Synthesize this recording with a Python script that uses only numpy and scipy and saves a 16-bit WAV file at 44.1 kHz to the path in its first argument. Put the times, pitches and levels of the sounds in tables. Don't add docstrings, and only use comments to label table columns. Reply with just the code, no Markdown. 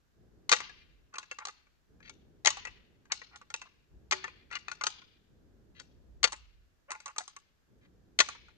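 import sys
import numpy as np
from scipy import signal
from scipy.fft import rfft, irfft, next_fast_len
from scipy.io import wavfile
from scipy.ndimage import uniform_filter1d, minimum_filter1d

SR = 44100
rng = np.random.default_rng(int(sys.argv[2]) if len(sys.argv) > 2 else 0)


def waveform_to_disk(signal):
    frames = np.transpose(np.atleast_2d(signal))
    scaled = np.clip(frames, -1, 1) * 32767
    samples = np.round(scaled).astype(np.int16)
    wavfile.write(sys.argv[1], SR, samples)


N = 377937

# (frequency [Hz], relative level [dB], t60 [s])
BEAM_MODES = [(388, -15, 0.059), (496, -9, 0.043), (757, -14.5, 0.038), (866, -3.5, .08), (1054, -3, .05),
              (1152, 0.5, 0.045), (1307, -5, 0.041), (1421.5, -3, 0.061), (1662, -6, 0.045),
              (1808, -3.5, .04), (1976, -2.5, 0.06), (2120, -1, 0.036), (2420, 0.5, 0.034),
              (2760, -9, 0.046)]
# (frequency [Hz], relative level [dB], t60 [s])
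TINE_MODES = [(3031, -8.5, 0.036), (3255, -3, 0.042), (3630, -1.5, 0.044), (3930, 1.5, 0.027),
              (4395, 2.5, 0.027), (4520, -3, 0.043), (5390, -3.5, 0.032), (5980, -1.5, 0.039),
              (6320, 0.5, 0.05), (7200, -2, 0.023), (7440, -7.5, 0.035), (8100, -10, 0.009),
              (8930, -15, .018)]
# (frequency [Hz], relative level [dB])
THUD_COLOUR = [(60, -45.5), (150, -25), (300, -13), (500, -7), (1000, -2), (2000, -3), (2700, -2.5),
               (3300, -21.5), (6000, -59)]
# (time [s], knock level [dB], click level [dB], beam note [Hz], lead of the tips [s],
# tips level [dB], delay of the locking forks [s], boom of the looser antler [Hz], boom level [dB],
# boom t60 [s], extra send to the trees [dB])
CLASH_EVENTS = [(.525, -17.5, -18.5, 1174, 0.032, -25, .008, 493.7, -30.5, 0.11, -3),
                (2.4709, -20, -18, 2148, .0133, -19.5, 0.0026, 286, -43, 0.052, -1.5),
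                (4.122, -23.5, -26.5, 1280, 0.011, -26, 0.0057, 376.8, -42, 0.38, 1),
                (6.24, -19, -16.5, 2155, 0.0097, -23, .006, 400, -30.5, 0.044, -15),
                (8.202, -17.5, -17, 2546, 0.013, -19, 0.0041, 351, -33, .055, -5)]

RING = int(.1 * SR)
ATTACK = int(.006 * SR)


def undb(db):
    return 10 ** (np.asarray(db) / 20)


def fade(t, t60):
    return np.exp(-np.log(1000) * t / t60)


def curve(rows, x):
    return np.interp(x, *np.transpose(rows))


def on_log_axis(points, hz):
    f, value = np.transpose(points)
    return np.interp(np.log(hz + 1), np.log(f), value)


def noise(points, size):
    n = next_fast_len(size)
    gain = undb(on_log_axis(points, np.fft.rfftfreq(n, 1 / SR)))
    y = irfft(rfft(rng.standard_normal((2, n))) * gain, n)[:, :size]
    return y / y.std()


def walk(rate):
    k = int(SR / rate)
    return uniform_filter1d(np.repeat(rng.standard_normal(N // k + 1), k), k)[:N]


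def unit(y):
    return y / np.sqrt(np.mean(y[:, :ATTACK] ** 2))


def add(out, s, y):
    i = int(s * SR)
    out[..., i:i + y.shape[-1]] += y[..., :N - i]


def antlers():
    direct, all_round = np.zeros((2, N)), np.zeros(N)
    for s, near, wide in [*clashes(), *grinding()]:
        add(direct, s, near)
        add(all_round, s, wide)
    return direct, all_round


def clashes():
    # (frequency [Hz], level [dB], t60 [s])
    firm_boom = (600, -39, 0.12)
    tips_knock_db, tips_hz = -4, 2090
    lock_db, lock_hz = -4, 1915
    t = np.arange(SR // 2) / SR
    for (s, knock_db, click_db, beam_hz, lead_s, tips_db, lock_s,
         boom_hz, boom_db, boom_t60, trees_db) in CLASH_EVENTS:
        yield strike(s - lead_s, tips_db + tips_knock_db, tips_db, tips_hz, trees_db)
        yield strike(s, knock_db, click_db, beam_hz, trees_db)
        yield strike(s + lock_s, knock_db + lock_db, click_db + lock_db, lock_hz, trees_db)
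        boom = sum(undb(db) * np.sin(2 * np.pi * hz * t) * fade(t, t60)
                   for hz, db, t60 in [(boom_hz, boom_db, boom_t60), firm_boom])
        yield s, boom * (1 - np.exp(-t / .0014)), np.zeros_like(boom)


def grinding():
    # (time [s], knock level [dB], click level [dB], beam note [Hz])
    knocks = [(0.516, -20.5, -18.5, 1415), (.563, -41, -37, 1904), (.603, -35.5, -43.5, 1165),
              (0.694, -48.5, -59, 1670), (1.139, -45.5, -52.5, 1216), (1.156, -44.5, -50.5, 2660),
              (1.183, -36, -36.5, 1080), (1.229, -49, -56, 2540), (1.313, -36.5, -44, 2666),
              (1.386, -39, -46.5, 1140), (1.452, -38, -36.5, 1129), (1.47, -44, -43, 783),
              (1.483, -41.5, -44.5, 1203), (1.668, -66, -80, 2330), (2.003, -58.5, -72, 1690),
              (2.095, -48, -46, 2319), (2.448, -32, -31.5, 732), (2.503, -37, -30.5, 1129),
              (2.57, -41, -48, 800), (2.651, -36.5, -44, 1935), (2.671, -40, -52.5, 2635),
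              (3.054, -62.5, -69, 1600), (3.1192, -31.5, -25, 2177), (3.216, -45, -58, 1923),
              (3.358, -57.5, -50.5, 840), (3.414, -51, -62.5, 1136), (3.502, -47.5, -49, 1421),
              (3.54, -34.5, -33.5, 2650), (3.616, -43, -48, 2655), (4.241, -34, -43, 1787),
              (4.279, -43, -55.5, 2430), (4.512, -41, -52.5, 1936), (4.527, -40, -47.5, 2725),
              (4.553, -36, -37, 2800), (4.682, -35, -43.5, 2510), (4.715, -35.5, -39, 1450),
              (4.811, -32.5, -41, 1180), (4.837, -31, -28, 1248), (4.867, -28.5, -24, 1414),
              (5.018, -56, -67, 2310), (5.798, -49.5, -44.5, 1448), (6.274, -38, -40.5, 856),
              (6.321, -42, -42.5, 1072), (6.328, -39, -41.5, 875), (6.905, -38.5, -44.5, 1987),
              (6.917, -35.5, -40.5, 1065), (7.002, -52.5, -53.5, 1400), (7.058, -40.5, -42.5, 1100),
              (7.079, -44.5, -51.5, 1213), (7.162, -44, -56, 1214), (7.182, -35, -31.5, 904),
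              (7.205, -42.5, -55.5, 733), (7.278, -49, -47.5, 1090), (7.364, -46.5, -51, 1152),
              (8.287, -36.5, -42, 1178), (8.35, -52, -61, 938), (8.483, -56.5, -72, 1400)]
    # (start [s], length [s], level before the port and tree stages [dB], centre [Hz])
    strokes = [(1.123, 0.049, -49, 1400), (1.39, 0.042, -47, 1190), (2.021, 0.067, -52.5, 2902),
               (3.099, 0.024, -41.5, 1508), (3.313, 0.051, -52, 1210), (3.646, .03, -57, 1080),
               (4.504, 0.068, -41, 2300), (5.747, 0.059, -55, 2713), (6.884, 0.074, -46, 995),
               (7.063, 0.045, -51.5, 1145), (7.808, 0.051, -67, 2175)]
    for row in knocks:
        yield strike(*row)
    for s, length, db, centre_hz in strokes:
        y = undb(db) * scrape(length, centre_hz)
        yield s, y, y[0]


def strike(s, knock_db, click_db, beam_hz, trees_db=0):
    near, wide = contact(knock_db, click_db, beam_hz, stretch_at(s)[0])
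    return s, near, undb(trees_db) * wide


def stretch_at(s):
    # (start [s], note of the touching tine [Hz],
    # left minus right [dB], high-treble level of the clatter and its echo [dB])
    stretches = [(0, 4385, 6, 0.5), (1, 6370, 2.1, 4), (1.9, 6500, 7, 1), (2.499, 6470, 5, 3.5),
                 (3.3, 3400, 1.5, 6), (4, 3340, 4, -7.5), (4.4, 4335, 6.5, -2.5), (5.7, 4520, 10.5, 2),
                 (6.3, 6140, 1.5, 15), (7.15, 6150, 2, 15.5), (7.999, 4340, 7, 2.5), (8.27, 6520, -2.5, 10)]
    start, *columns = np.transpose(stretches)
    return np.array(columns)[:, np.maximum(np.searchsorted(start, s, side="right") - 1, 0)]


def contact(knock_db, click_db, beam_hz, tine_hz):
    # (frequency [Hz], relative level [dB])
    snap_colour = [(1500, -50), (2400, -14.5), (2900, -0.5), (4400, 1), (5200, 0.5), (6600, 2), (7800, -8),
                   (9000, -21), (10000, -30), (11000, -42.5), (15000, -38.5)]
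    t = np.arange(RING) / SR
    force = np.clip((knock_db + 38.5) / 22, 0, 1)
    beam_note = ring([(beam_hz, 0, .045)], scatter_db=0, apart=0)
    tine_note = ring([(tine_hz, 0, .016)], scatter_db=0, apart=0)
    thud = crack(THUD_COLOUR, t60=0.04, apart=0.16)
    snap = crack(snap_colour, t60=0.02, apart=0.67)
    beam = [(hz, db + 1.2 * force * np.log2(hz / 1400), t60) for hz, db, t60 in BEAM_MODES]
    knock = ring(beam, scatter_db=3.0, apart=0.49)
    knock = knock + undb(0.5 - 3.5 * force) * beam_note + undb(-5.5 + 3.4 * force) * thud
    click = ring(TINE_MODES, scatter_db=0.5, apart=0.41)
    click = click + undb(-1.5) * tine_note + undb(3.5) * snap
    knock = knock * (1 - np.exp(-t / 0.0007))
    click = click * (1 - np.exp(-t / 0.00088))
    knock = unit(skid(knock, size_db=-5.5 - 12 * force, t60=0.099, count=4))
    click = unit(skid(click, size_db=-15.0 - 4.9 * force, t60=0.33, count=4))
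    near = undb(knock_db) * knock + undb(click_db) * click
    cracks = undb(knock_db) * thud[1] + undb(click_db) * snap[1]
    return near, .45 * near[0] + 0.84 * cracks


def ring(modes, scatter_db, apart):
    hz, db, t60 = np.transpose(modes)
    t = np.arange(RING) / SR
    spot, grip = rng.standard_normal((2, len(hz)))
    phase = 2 * np.pi * rng.random(len(hz))
    detuned = hz * (1 + 0.013 * grip)
    waves = np.sin(2 * np.pi * detuned[:, None] * t + phase[:, None]) * fade(t, t60[:, None])
    port_shares = 1 + apart * rng.standard_normal((2, len(hz)))
    return unit((undb(db + scatter_db * spot) * port_shares) @ waves)


def crack(colour, t60, apart):
    shared, own = noise(colour, RING)
    return unit((shared + apart * np.array([own, -own])) * fade(np.arange(RING) / SR, t60))


def skid(blow, size_db, t60, count):
    at = 0.0027 + rng.exponential(.012, count)
    sizes = undb(size_db + 2.4 * rng.standard_normal(count)) * fade(at, t60)
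    out = blow.copy()
    for lag, size in zip(np.clip(at * SR, 1, RING - 1).astype(int), sizes):
        out[:, lag:] += size * blow[:, :-lag]
    return out


def scrape(length, centre_hz, catches_per_s=700, uneven_db=5, narrow_db=9, swell_db=15):
    size = int(length * SR)
    happens = rng.random(size) < catches_per_s / SR
    catches = happens * undb(uneven_db * rng.standard_normal(size)) * rng.choice([-1, 1], size)
    swell = undb(np.linspace(-swell_db, 0, size))
    body = ring(BEAM_MODES, scatter_db=2.5, apart=0.19) + ring(TINE_MODES, scatter_db=-1.0, apart=.3)
    body = body + crack(THUD_COLOUR, t60=0.024, apart=.3)
    y = signal.fftconvolve((catches * swell)[None], body, axes=1)
    octaves = np.log2((np.fft.rfftfreq(y.shape[1], 1 / SR) + 1) / centre_hz)
    cut_db = narrow_db * np.minimum(octaves ** 2, 2 * np.abs(octaves))
    y = irfft(rfft(y) * undb(-cut_db), y.shape[1])
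    return y / np.sqrt(np.sum(y ** 2) / size)


def creak(start=6.878, length=0.035, from_hz=510, to_hz=650, level_db=-45):
    u = np.clip((np.arange(N) / SR - start) / length, 0, 1)
    hz = (from_hz + (to_hz - from_hz) * u) * (1 + 0.0195 * walk(550))
    phase = 2 * np.pi * np.cumsum(hz) / SR
    swell = u * np.sqrt(np.abs(np.sin(np.pi * u)))
    return undb(level_db) * swell * sum(np.sin(k * phase) / k for k in range(1, 6))


def ports(x):
    # (frequency [Hz], phase [rad])
    port_phase = [(0, 4), (300, 1.3), (650, 1.7), (1450, 0.98), (2000, 2.3), (3000, 1.2), (4000, 5),
                  (6300, 4), (8000, 12), (16000, 20)]
    # (frequency [Hz], level difference [dB])
    port_tilt = [(200, -1.5), (600, -1), (1100, -7), (1600, 6.5), (2500, 1), (4400, 0), (6100, -2),
                 (7200, -1.5), (8300, 9.5), (11000, -1.5)]
    n = next_fast_len(N + RING)
    hz = np.fft.rfftfreq(n, 1 / SR)
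    width = int(300 * n / SR)
    tilt_db = uniform_filter1d(on_log_axis(port_tilt, hz), width)
    phase = uniform_filter1d(curve(port_phase, hz), width)
    tilt = undb(np.array([tilt_db, -tilt_db]) / 2)
    tilt = tilt / np.sqrt(np.mean(tilt ** 2, axis=0))
    lag = np.exp(-1j * np.array([[1], [0]]) * phase)
    return irfft(rfft(x, n) * lag * tilt, n)[:, :N]


def woods(x, level_db=-15, pan_db=4, build_s=0.0061, patchy_db=3.5):
    # (band centre [Hz], relative level [dB], t60 [s])
    trunk_bands = [(250, -15.5, .3), (500, -8.5, 0.16), (1000, -3, .45), (1900, -7.5, 0.79),
                   (3320, 0.5, 0.71), (5500, -2.5, 0.5), (7200, 5, 0.2), (10800, -7.5, 0.16)]
    t = np.arange(SR) / SR
    hz = np.fft.rfftfreq(SR, 1 / SR)
    centres, db, t60 = np.transpose(trunk_bands)
    echoes = rfft(rng.standard_normal((2, SR)) * undb(patchy_db * walk(130)[:SR]))
    response = 0
    for share, band_db, band_t60 in zip(np.eye(len(centres)), db, t60):
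        band = irfft(echoes * on_log_axis(np.c_[centres, share], hz), SR)
        response = response + undb(band_db) * band * fade(t, band_t60)
    response = response * (1 - np.exp(-t / build_s)) / np.sqrt(SR / 20)
    sides = undb(level_db + np.array([[pan_db], [-pan_db]]) / 2)
    return sides * signal.fftconvolve(x[None], response, axes=1)[:, :N]


def swell_level(t):
    # (start [s], relative level [dB], fading after the clash [dB/s])
    noise_swells = [(.13, -61, 18), (1.86, -61, 7.5), (3.87, -61.5, 6), (5.26, -61.5, 93),
                    (7.66, -62.5, 10.5)]
    rise_s, rest_db = 0.061, -78.5
    swells = []
    for (start, db, db_per_s), clash in zip(noise_swells, CLASH_EVENTS):
        rise = np.clip((t - start) / rise_s, 0, 1)
        swells.append(rise * undb(db - db_per_s * np.maximum(t - clash[0], 0)))
    return np.maximum(np.max(swells, axis=0), undb(rest_db))


def low_noise(swell):
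    # (frequency [Hz], relative level [dB])
    low_colour = [(25, -16), (60, 3.5), (290, -4), (420, -6), (600, -16), (1000, -26.5), (12000, -73)]
    shared, own = noise(low_colour, N)
    return (shared + .7 * np.array([own, -own])) * swell * undb(-4.0 + 0.5 * walk(32))


def wind(t, swell):
    # (time [s], half length [s], relative level [dB])
    puffs = [(.92, 0.15, -64.5), (2.63, .1, -63), (3.99, 0.084, -60.5), (6.13, 0.18, -58), (6.5, .22, -64),
             (8.47, .11, -66)]
    # (frequency [Hz], relative level [dB])
    rumble_colour = [(15, -25), (30, -10), (47, 2.5), (65, -2), (110, -18), (1500, -93.5)]
    breeze_db, follow_db = -80.5, -11
    gusts = sum(undb(db) * np.exp(-((t - s) / half) ** 2) for s, half, db in puffs)
    air = np.sqrt(gusts ** 2 + (undb(follow_db) * swell) ** 2 + undb(breeze_db) ** 2)
    shared, own = noise(rumble_colour, N)
    return (shared + .7 * np.array([own, -own])) * air * undb(1.8 * walk(9))


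def background():
    # (frequency [Hz], relative level [dB])
    hiss_colour = [(20, -5), (50, -3), (130, -9), (900, -20.5), (1350, -19.5), (1600, -16.5), (2100, -24.5),
                   (7000, -28.5), (9500, -40.5), (12500, -32), (15000, -50)]
    hiss_db = -74.5
    t = np.arange(N) / SR
    swell = swell_level(t)
    return low_noise(swell) + wind(t, swell) + undb(hiss_db) * noise(hiss_colour, N)


def scene():
    trees_db, treble_hz, top_cut_hz = 1.36, 8050, 9870
    _, pan_db, treble_db = uniform_filter1d(stretch_at(np.arange(N) / SR), size=1500, axis=1)
    sides = undb(np.array([pan_db, -pan_db]) / 2)
    sides = sides / np.sqrt(np.mean(sides ** 2, axis=0))
    direct, all_round = antlers()
    near = ports((direct + creak()) * sides)
    rattle = near + woods(all_round * undb(trees_db))
    high_pass = signal.butter(4, treble_hz, "high", fs=SR, output="sos")
    treble = signal.sosfiltfilt(high_pass, rattle)
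    rattle = rattle + (undb(treble_db) - 1) * treble
    top = signal.ellip(4, .3, 22, top_cut_hz, fs=SR, output="sos")
    return signal.sosfilt(top, rattle) + background()


def record(dry, bend=0.098, top_hz=15500):
    room_left = 1 / np.maximum(np.abs(dry).max(axis=0) / .95, 1)
    held = dry * uniform_filter1d(minimum_filter1d(room_left, size=89), size=89)
    low_pass = signal.ellip(8, .2, 70, top_hz, fs=SR, output="sos")
    return signal.sosfilt(low_pass, held - bend * held ** 3)


dry = scene()
out = record(dry)
waveform_to_disk(out)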